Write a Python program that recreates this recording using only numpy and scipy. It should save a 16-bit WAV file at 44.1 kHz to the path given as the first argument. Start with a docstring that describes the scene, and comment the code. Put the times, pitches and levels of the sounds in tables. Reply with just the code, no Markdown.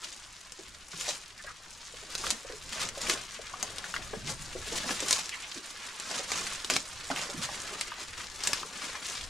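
"""Goats feed on fresh leafy branches in a wooden rack inside a stone shed, heard from in front of them.
From the start tugs set stiff leaves crackling (resonant grains over hiss) and drag duller stems, over the
herd's faint munching and a low rumble (low noise) of hooves and handling, swelling in soft thuds.
Within a second stalks snap (noise bursts) and hollow knocks and tones sound (decaying modes); then lips
smack (wet ticks), teeth crunch (grit in mouth resonances), and leaves stir more in the second half."""
import sys
import numpy as np
from scipy import signal
from scipy.fft import rfft, irfft, next_fast_len
from scipy.io import wavfile
from scipy.ndimage import map_coordinates

SR = 44100
rng = np.random.default_rng(int(sys.argv[2]) if len(sys.argv) > 2 else 0)


def inscribe(sig):
    """Save sig as 16-bit PCM at rate SR to the path in sys.argv[1].

    A 1-D sig is mono; a 2-D sig holds one channel per row.
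    Samples are clipped to [-1, 1] before scaling.
    """
    pcm = np.round(np.clip(np.atleast_2d(sig).T, -1, 1) * 32767)
    wavfile.write(sys.argv[1], SR, pcm.astype(np.int16))


N = 409688

# Leaves stirred by the whole herd. Each row: time in seconds, relative level in dB.
HERD_STIRRING = [(1.6, -52.5), (2.1, -49.5), (3.4, -50), (4.5, -46), (5.7, -46.5), (7, -45.5), (8.25, -49),
                 (9.29, -45.5)]


def amp(db):
    """Decibels to gain."""
    return 10 ** (np.asarray(db) / 20)


def unit(x):
    """Scale to rms 1."""
    return x / np.sqrt(np.mean(x ** 2) + 1e-20)


def fade(t, t60):
    """Exponential decay, down 60 dB after t60 seconds."""
    return np.exp(-np.log(1000) * t / np.maximum(t60, 1e-4))


def along(points, hz):
    """Read (Hz, value) points at the given frequencies on a log axis."""
    f, v = np.transpose(points)
    return np.interp(np.log(hz + 1), np.log(f), v)


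def curve(rows):
    """Turn (s, value) rows into one value per sample."""
    return np.interp(np.arange(N) / SR, *np.transpose(rows))


def wobble(rate):
    """A smooth random curve with rate knots a second."""
    knots = rng.standard_normal(int(N * rate / SR) + 4)
    return map_coordinates(knots, [np.arange(N) * rate / SR])


def filtered(x, response):
    """Multiply the spectrum of x by a response of frequency."""
    m = next_fast_len(N + SR // 2)
    return irfft(rfft(x, m) * response(np.fft.rfftfreq(m, 1 / SR)), m)[..., :N]


def colour(x, spectrum, size=4096):
    """Causal (minimum-phase) filter of energy 1 with the given spectrum."""
    cepstrum = irfft(np.log(amp(along(spectrum, np.fft.rfftfreq(size, 1 / SR)))))
    kernel = irfft(np.exp(rfft(2 * cepstrum[:size // 2], size)))
    return signal.oaconvolve(x, kernel / np.linalg.norm(kernel))[:N]


def resonate(x, hz, q):
    """One damped resonance."""
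    return signal.lfilter(*signal.iirpeak(min(hz, SR / 3), max(q, 1), SR), x)


def add(track, s, sound):
    """Mix a sound in at time s."""
    part = track[max(round(s * SR), 0):][:len(sound)]
    part += sound[:len(part)]


def ticks(rate, spread_db):
    """Random contacts, rate a second: many small, a few large."""
    sizes = amp(spread_db * np.minimum(rng.standard_normal(N), 1.8))
    touching = rng.random(N) < rate / SR
    signs = rng.choice([-1, 1], N)
    return unit(touching * sizes * signs / np.sqrt(rate))


def crackle(rate, spread_db, low_hz, high_hz, q, clump_db, count=8):
    """Pieces of several sizes, each ticking in its own clusters at its own pitch."""
    grains = np.zeros(N)
    for hz in np.geomspace(low_hz, high_hz, count):
        piece = resonate(ticks(rate / count, spread_db), hz, q)
        grains += piece * amp(clump_db * wobble(45))
    return unit(grains)


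def pulls():
    """Levels in dB of leaves and of stems: each pull builds to its release, then the branch settles."""
    # A goat pulls a branch and lets go. Each row: release in seconds, relative rustle level in dB,
    # pull time in seconds, settling time in seconds, relative stem drag level in dB.
    tugs = [(0.045, -42.5, 0.04, 0.21, -61), (1.095, -34, 0.22, 0.11, -50.5),
            (2.296, -36.5, 0.27, 0.14, -46.5), (2.725, -41, 0.022, 0.1, -57),
            (2.836, -34.5, 0.18, 0.075, -43), (3.111, -34, 0.21, 0.13, -43), (3.345, -44, 0.076, 0.06, -70),
            (3.6, -48, 0.14, 0.39, -52), (3.92, -45, 0.35, 0.32, -51.5), (4.299, -34, 0.046, 0.073, -44.5),
            (4.79, -37, 0.24, 0.28, -45.5), (4.915, -34, 0.11, 0.11, -42), (5.125, -31, 0.24, 0.15, -45.5),
            (6.115, -39.5, .13, 0.081, -49), (6.18, -38, 0.13, 0.032, -43.5), (6.375, -34, 0.15, 0.29, -47),
            (6.712, -31, 0.028, 0.08, -39.5), (6.76, -32, 0.06, 0.035, -44),
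            (7.108, -42.5, 0.012, 0.088, -40.5), (7.181, -37, 0.06, 0.3, -44),
            (7.438, -33, 0.06, 0.046, -49.5), (7.529, -40.5, 0.11, 0.4, -52.5),
            (7.72, -45, 0.13, 0.23, -50), (7.999, -43, 0.049, 0.15, -49), (8.187, -42, 0.04, 0.12, -54),
            (8.35, -42.5, 0.035, 0.14, -62), (8.484, -35, 0.095, 0.26, -45), (8.86, -43.5, .4, 0.35, -52.5),
            (9.1, -41.5, 0.073, 0.27, -52)]
    pull_db = 20  # rise over a pull time, and fall over a settling time
    roundness = 1.24  # above 1 a pull holds near its top, then drops away
    stirred_stems_db = -14  # stem drag under the herd's stirring
    t = np.arange(N) / SR
    leaf = amp(curve(HERD_STIRRING)) ** 2
    stem = leaf * amp(stirred_stems_db) ** 2
    for s, db, pull, settling, stem_db in tugs:
        slack = np.maximum((s - t) / pull, (t - s) / settling) ** roundness
        power = amp(-pull_db * slack) ** 2
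        leaf = leaf + amp(db) ** 2 * power
        stem = stem + amp(stem_db) ** 2 * power
    return 10 * np.log10(leaf), 10 * np.log10(stem)


def leaves(tug_db):
    """A harder tug makes more leaves collide and sounds brighter, over the hiss of leaves sliding."""
    # Spectrum of the leaves. Each row: frequency in Hz, relative level in dB per Hz.
    leaf_spectrum = [(150, -5.5), (700, -11.5), (1050, 0), (2700, 0.5), (5000, 0.5), (7300, 0),
                     (8300, -4.5), (9800, -6), (10900, -16), (14300, -24), (15700, -45)]
    # Body of the rustle, below about 3 kHz. Each row: time in seconds, relative level in dB.
    fullness = [(1.05, -2), (2.2, -1), (2.85, 2), (4.3, 0), (5, -1), (6.15, 3.5), (6.4, -0.5), (8.5, 2.5)]
    effort_db = tug_db - tug_db.mean()
    contacts = 1800 * amp(.9 * effort_db)  # a second
    grains = crackle(contacts, spread_db=4.3, low_hz=1124, high_hz=12500, q=1.62, clump_db=4.5)
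    sliding = amp(-1.5) * rng.standard_normal(N)
    rustle = unit(colour(grains + sliding, leaf_spectrum))
    dull = filtered(rustle, lambda hz: 1 / (1 + (hz / 3000) ** 4))
    bright = rustle - dull
    # harder tugs have less body, so they sound brighter
    body_db = curve(fullness) - 0.13 * effort_db + 1.94 * wobble(12)
    # single leaves catch and let go
    flutter_db = wobble(30) + 1.8 * wobble(140)
    return amp(tug_db + flutter_db - 1.45) * (bright + dull * amp(body_db))


def stems(drag_db):
    """Thick stems stick and slip on the boards with a duller rattle; each tug jerks them along."""
    # Spectrum of the stems. Each row: frequency in Hz, relative level in dB per Hz.
    stem_spectrum = [(60, -32), (150, -3), (300, -4.5), (520, -2), (750, -4), (1100, -5.5), (1800, -8.5),
                     (3500, -32), (9000, -47)]
    grains = crackle(2000, spread_db=4, low_hz=167, high_hz=2670, q=2.7, clump_db=3)
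    rubbing = amp(-2.5) * rng.standard_normal(N)
    rattle = unit(colour(grains + rubbing, stem_spectrum))
    return amp(drag_db + 1.2 * wobble(25)) * rattle


def chewing(count=6):
    """The rest of the herd munches: faint wet ticks, each mouth at its own resonance."""
    munching = np.zeros(N)
    for hz in np.geomspace(1000, 4200, count):
        mouth = resonate(resonate(ticks(2500, 2.4), hz, 1.4), hz, 1.0)
        munching += unit(mouth) * amp(5.2 * np.minimum(wobble(26), 1))
    return amp(curve(HERD_STIRRING) - 8.5) * unit(munching)


def low_rumble():
    """Hooves and camera handling: low noise, separate for middle and side, swelling together in soft thuds."""
    # Swells of the low rumble. Each row: time in seconds, relative level in dB.
    thuds = [(1.7, -62), (2.9, -55), (3.7, -59.5), (4.3, -49), (4.9, -53), (5.6, -67.5), (6.5, -56),
             (8.2, -57), (9.1, -64), (9.2, -49.5)]
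    # Spectrum of the rumble. Each row: frequency in Hz, relative level in dB per Hz.
    rumble_spectrum = [(40, 3), (85, -0.5), (150, -7), (300, -18), (900, -62.5)]
    swell = amp(curve(thuds) + 3 * wobble(12))
    return [swell * unit(colour(rng.standard_normal(N), rumble_spectrum)) for _ in range(2)]


def snaps():
    """A fibre breaks with one hard crack, then its neighbours tear; louder stalks tear for longer."""
    # Stalks and leaves snapping. Each row: time in seconds, relative level in dB, ring of the stalk in Hz.
    breaks = [(0.5201, -24, 5500), (1.0095, -18, 6800), (2.151, -15.5, 3200), (2.2661, -15, 1600),
              (2.3036, -10, 7000), (2.3084, -13, 6700), (2.888, -19, 2780), (3.015, -20, 7000),
              (3.0963, -9, 2400), (3.6266, -12, 6800), (3.7822, -19, 2900), (4.907, -16.5, 2300),
              (5.0029, -15.5, 7600), (5.1082, -8, 8500), (5.1266, -7.5, 4270), (5.2918, -19, 3300),
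              (5.998, -20, 5500), (6.317, -12.5, 1450), (6.6452, -16.5, 2630), (6.6988, -10, 1400),
              (6.7049, -13.5, 6150), (6.737, -17, 4130), (6.7635, -9.5, 2710), (7.1605, -17, 1940),
              (7.81, -12.5, 2900), (8.4361, -16, 6000), (8.4715, -9.5, 6500), (8.531, -10, 3400)]
    # Spectrum of the cracks. Each row: frequency in Hz, relative level in dB per Hz.
    crack_spectrum = [(100, -8), (500, -1), (1500, -2), (7400, 1), (10000, -5.5), (12000, -14),
                      (15500, -35)]
    ring_db, stalk_q = -3, 1.2  # tone of the stalk against the bare crack, and its sharpness
    out, t = np.zeros(N), np.arange(SR // 8) / SR
    for s, db, hz in breaks:
        life = .0095 * amp(.4 * (db + 12))  # seconds
        tearing = fade(t, life) + 0.1 * fade(t, 3 * life)
        burst = rng.standard_normal(len(t)) * tearing
        burst[0] += .5 * np.linalg.norm(burst)  # the first break
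        crack = unit(burst) + amp(ring_db) * unit(resonate(burst, hz, stalk_q))
        level = amp(db - 19.0) * np.sqrt(life * SR)
        add(out, s + 0.0012, level * crack / np.linalg.norm(crack))
    return colour(out, crack_spectrum)


def hollow_sounds():
    """Hollow knocks and short hollow tones: one decaying mode each, with noise in a broad resonance on it."""
    # Hollow knocks, and short hollow tones near 500 Hz, perhaps grunts or a distant coo.
    # Each row: time in seconds, relative level in dB, pitch in Hz.
    hollows = [(0.586, -46, 386), (0.935, -46.5, 172), (1.077, -35.5, 603), (1.44, -49.5, 573),
               (1.934, -48.5, 480), (2.025, -48, 495), (2.444, -42, 525), (2.494, -40, 490),
               (2.525, -42.5, 440), (2.97, -40, 540), (3.387, -42, 542), (3.626, -37.5, 750),
               (4.129, -32.5, 440), (4.16, -40.5, 179), (4.221, -39, 132), (4.28, -40, 149),
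               (4.39, -42.5, 119), (4.549, -36, 370), (4.717, -37, 393), (4.857, -40.5, 237),
               (5.021, -34.5, 413), (5.556, -42, 320), (6.19, -35.5, 505), (6.722, -39, 280),
               (7.1, -38, 268), (7.339, -37.5, 238), (7.37, -37.5, 140)]
    ring_cycles = 21.4  # cycles to fall 60 dB, so low ones last longer
    out, t = np.zeros(N), np.arange(SR // 3) / SR
    for s, db, hz in hollows:
        life = ring_cycles / hz
        onset = 1 - fade(t, 6 / hz)
        ring = np.sin(2 * np.pi * hz * t) * fade(t, life) * onset
        noise = rng.standard_normal(len(t)) * fade(t, 2 * life)
        hollow = unit(ring) + unit(resonate(resonate(noise, hz, 1.4), hz, 1.4))
        add(out, s + 0.00308, amp(db + 25.0) * hollow / np.linalg.norm(hollow))
    return out


def smacks():
    """Lips and tongue part: a swell of wet ticks through a mouth resonance that sinks as the jaw moves."""
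    # Wet smacks of a chewing mouth. Each row: middle in seconds, relative level in dB,
    # length in seconds, central mouth resonance in Hz.
    partings = [(1.398, -47, 0.028, 1960), (1.488, -43.5, 0.048, 1610), (5.337, -37.5, 0.035, 2400),
                (5.44, -41.5, 0.023, 2850)]
    out, t = np.zeros(N), np.arange(N) / SR
    wet = ticks(4000, 3)
    for s, db, length, hz in partings:
        opening = (t - s) / length
        early, late = [unit(resonate(resonate(wet, f, 3.7), f, 1.7)) for f in (hz * 1.04, hz / 1.18)]
        jaw = np.clip(.5 + opening, 0, 1)
        swell = np.exp(-(2 * opening) ** 2)
        out += amp(db) * swell * ((1 - jaw) * early + jaw * late)
    return out


def crunches():
    """A bite crushes a stalk: a click and a gritty smear in two resonances of the mouth."""
    # Teeth crunching on stalks. Each row: time in seconds, relative level in dB, pitch in Hz.
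    bites = [(2.238, -29, 1200), (3.535, -31.5, 1100), (3.84, -31, 1550), (3.939, -25, 1410),
             (3.962, -26, 1650), (4.134, -32, 840), (4.889, -28, 1200), (5.186, -31.5, 820),
             (7.1, -24, 910), (7.112, -26, 1400), (7.489, -31, 865), (7.916, -31.5, 1300),
             (8.63, -31, 1200)]
    out, t = np.zeros(N), np.arange(SR // 8) / SR
    for s, db, hz in bites:
        click_and_smear = fade(t, 0.012) + 0.46 * fade(t, 0.045)
        roughness = amp(5.3 * rng.standard_normal(len(t)))
        grit = rng.standard_normal(len(t)) * roughness * click_and_smear
        low = resonate(resonate(grit, hz, 2.7), hz, .8)
        bite = low + 0.42 * resonate(grit, hz * 1.94, 5.9)
        add(out, s + 0.001506, amp(db + 18.5) * bite / np.linalg.norm(bite))
    return out


def shed(x, size=1024, count=64):
    """The walls answer: each short block of sound meets its own random pair of reflection patterns."""
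    # Decay of the shed. Each row: frequency in Hz, time to fall 60 dB in seconds.
    wall_decay = [(150, 0.33), (1500, 0.15), (6000, 0.16), (13000, 0.12)]
    out, t = np.zeros((2, N)), np.arange(SR // 6) / SR
    hz, frames, z = signal.stft(rng.standard_normal((count, len(t))), SR, nperseg=256)
    decaying = z * fade(frames, along(wall_decay, hz)[:, None])
    tails = signal.istft(decaying, SR, nperseg=256)[1][:, :len(t)]
    tails *= (1 + 3.8 * fade(t, 0.028)) * (t > .002)  # near boards answer first
    tails /= np.linalg.norm(tails, axis=1, keepdims=True)
    for start in range(0, N, size):
        block = x[start:start + size]
        for channel, tail in zip(out, rng.choice(tails, 2, replace=False)):
            add(channel, start / SR, signal.fftconvolve(block, tail))
    return out


def scene():
    """Feeding sounds arrive from ahead; their reflections spread to the sides."""
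    # Stereo spread. Each row: frequency in Hz, likeness of left and right from 0 to 1.
    likeness = [(100, 0.85), (400, 0.92), (1000, 0.83), (2200, 0.57), (4500, 0.67), (9000, 0.79),
                (12500, 0.19)]
    # Drift of the whole image. Each row: time in seconds, left minus right in dB.
    bearing = [(3, -2.5), (3.8, -1), (5.2, -3), (7.2, -4), (8.3, -1.5)]
    tug_db, drag_db = pulls()
    feeding = leaves(tug_db) + stems(drag_db) + chewing() + snaps() + hollow_sounds() + smacks() + crunches()
    echo, wide = shed(feeding)
    mid_rumble, side_rumble = low_rumble()
    mid = amp(0.85) * feeding + amp(-4.0) * echo + mid_rumble

    def side_gain(hz):
        """The less alike the channels, the more side signal."""
        return np.tan(np.arccos(np.clip(along(likeness, hz), 0, 1)) / 2)

    side = filtered(wide + side_rumble, side_gain)
    return np.array([mid + side, mid - side]) * amp(np.outer([.5, -.5], curve(bearing)))


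def record(dry):
    """The left microphone is a little brighter; nothing passes above the band limit."""
    # Tone of the microphone pair. Each row: frequency in Hz, left minus right in dB.
    balance = [(200, 1), (1000, 3.5), (4000, 3), (8000, 4), (12500, 7.5)]
    top_hz = 15800

    def response(hz):
        """Half the difference to each side, cut off at the top."""
        return amp(np.outer([.5, -.5], along(balance, hz))) * (hz < top_hz)

    return filtered(dry, response)


dry = scene()
out = record(dry)
inscribe(out)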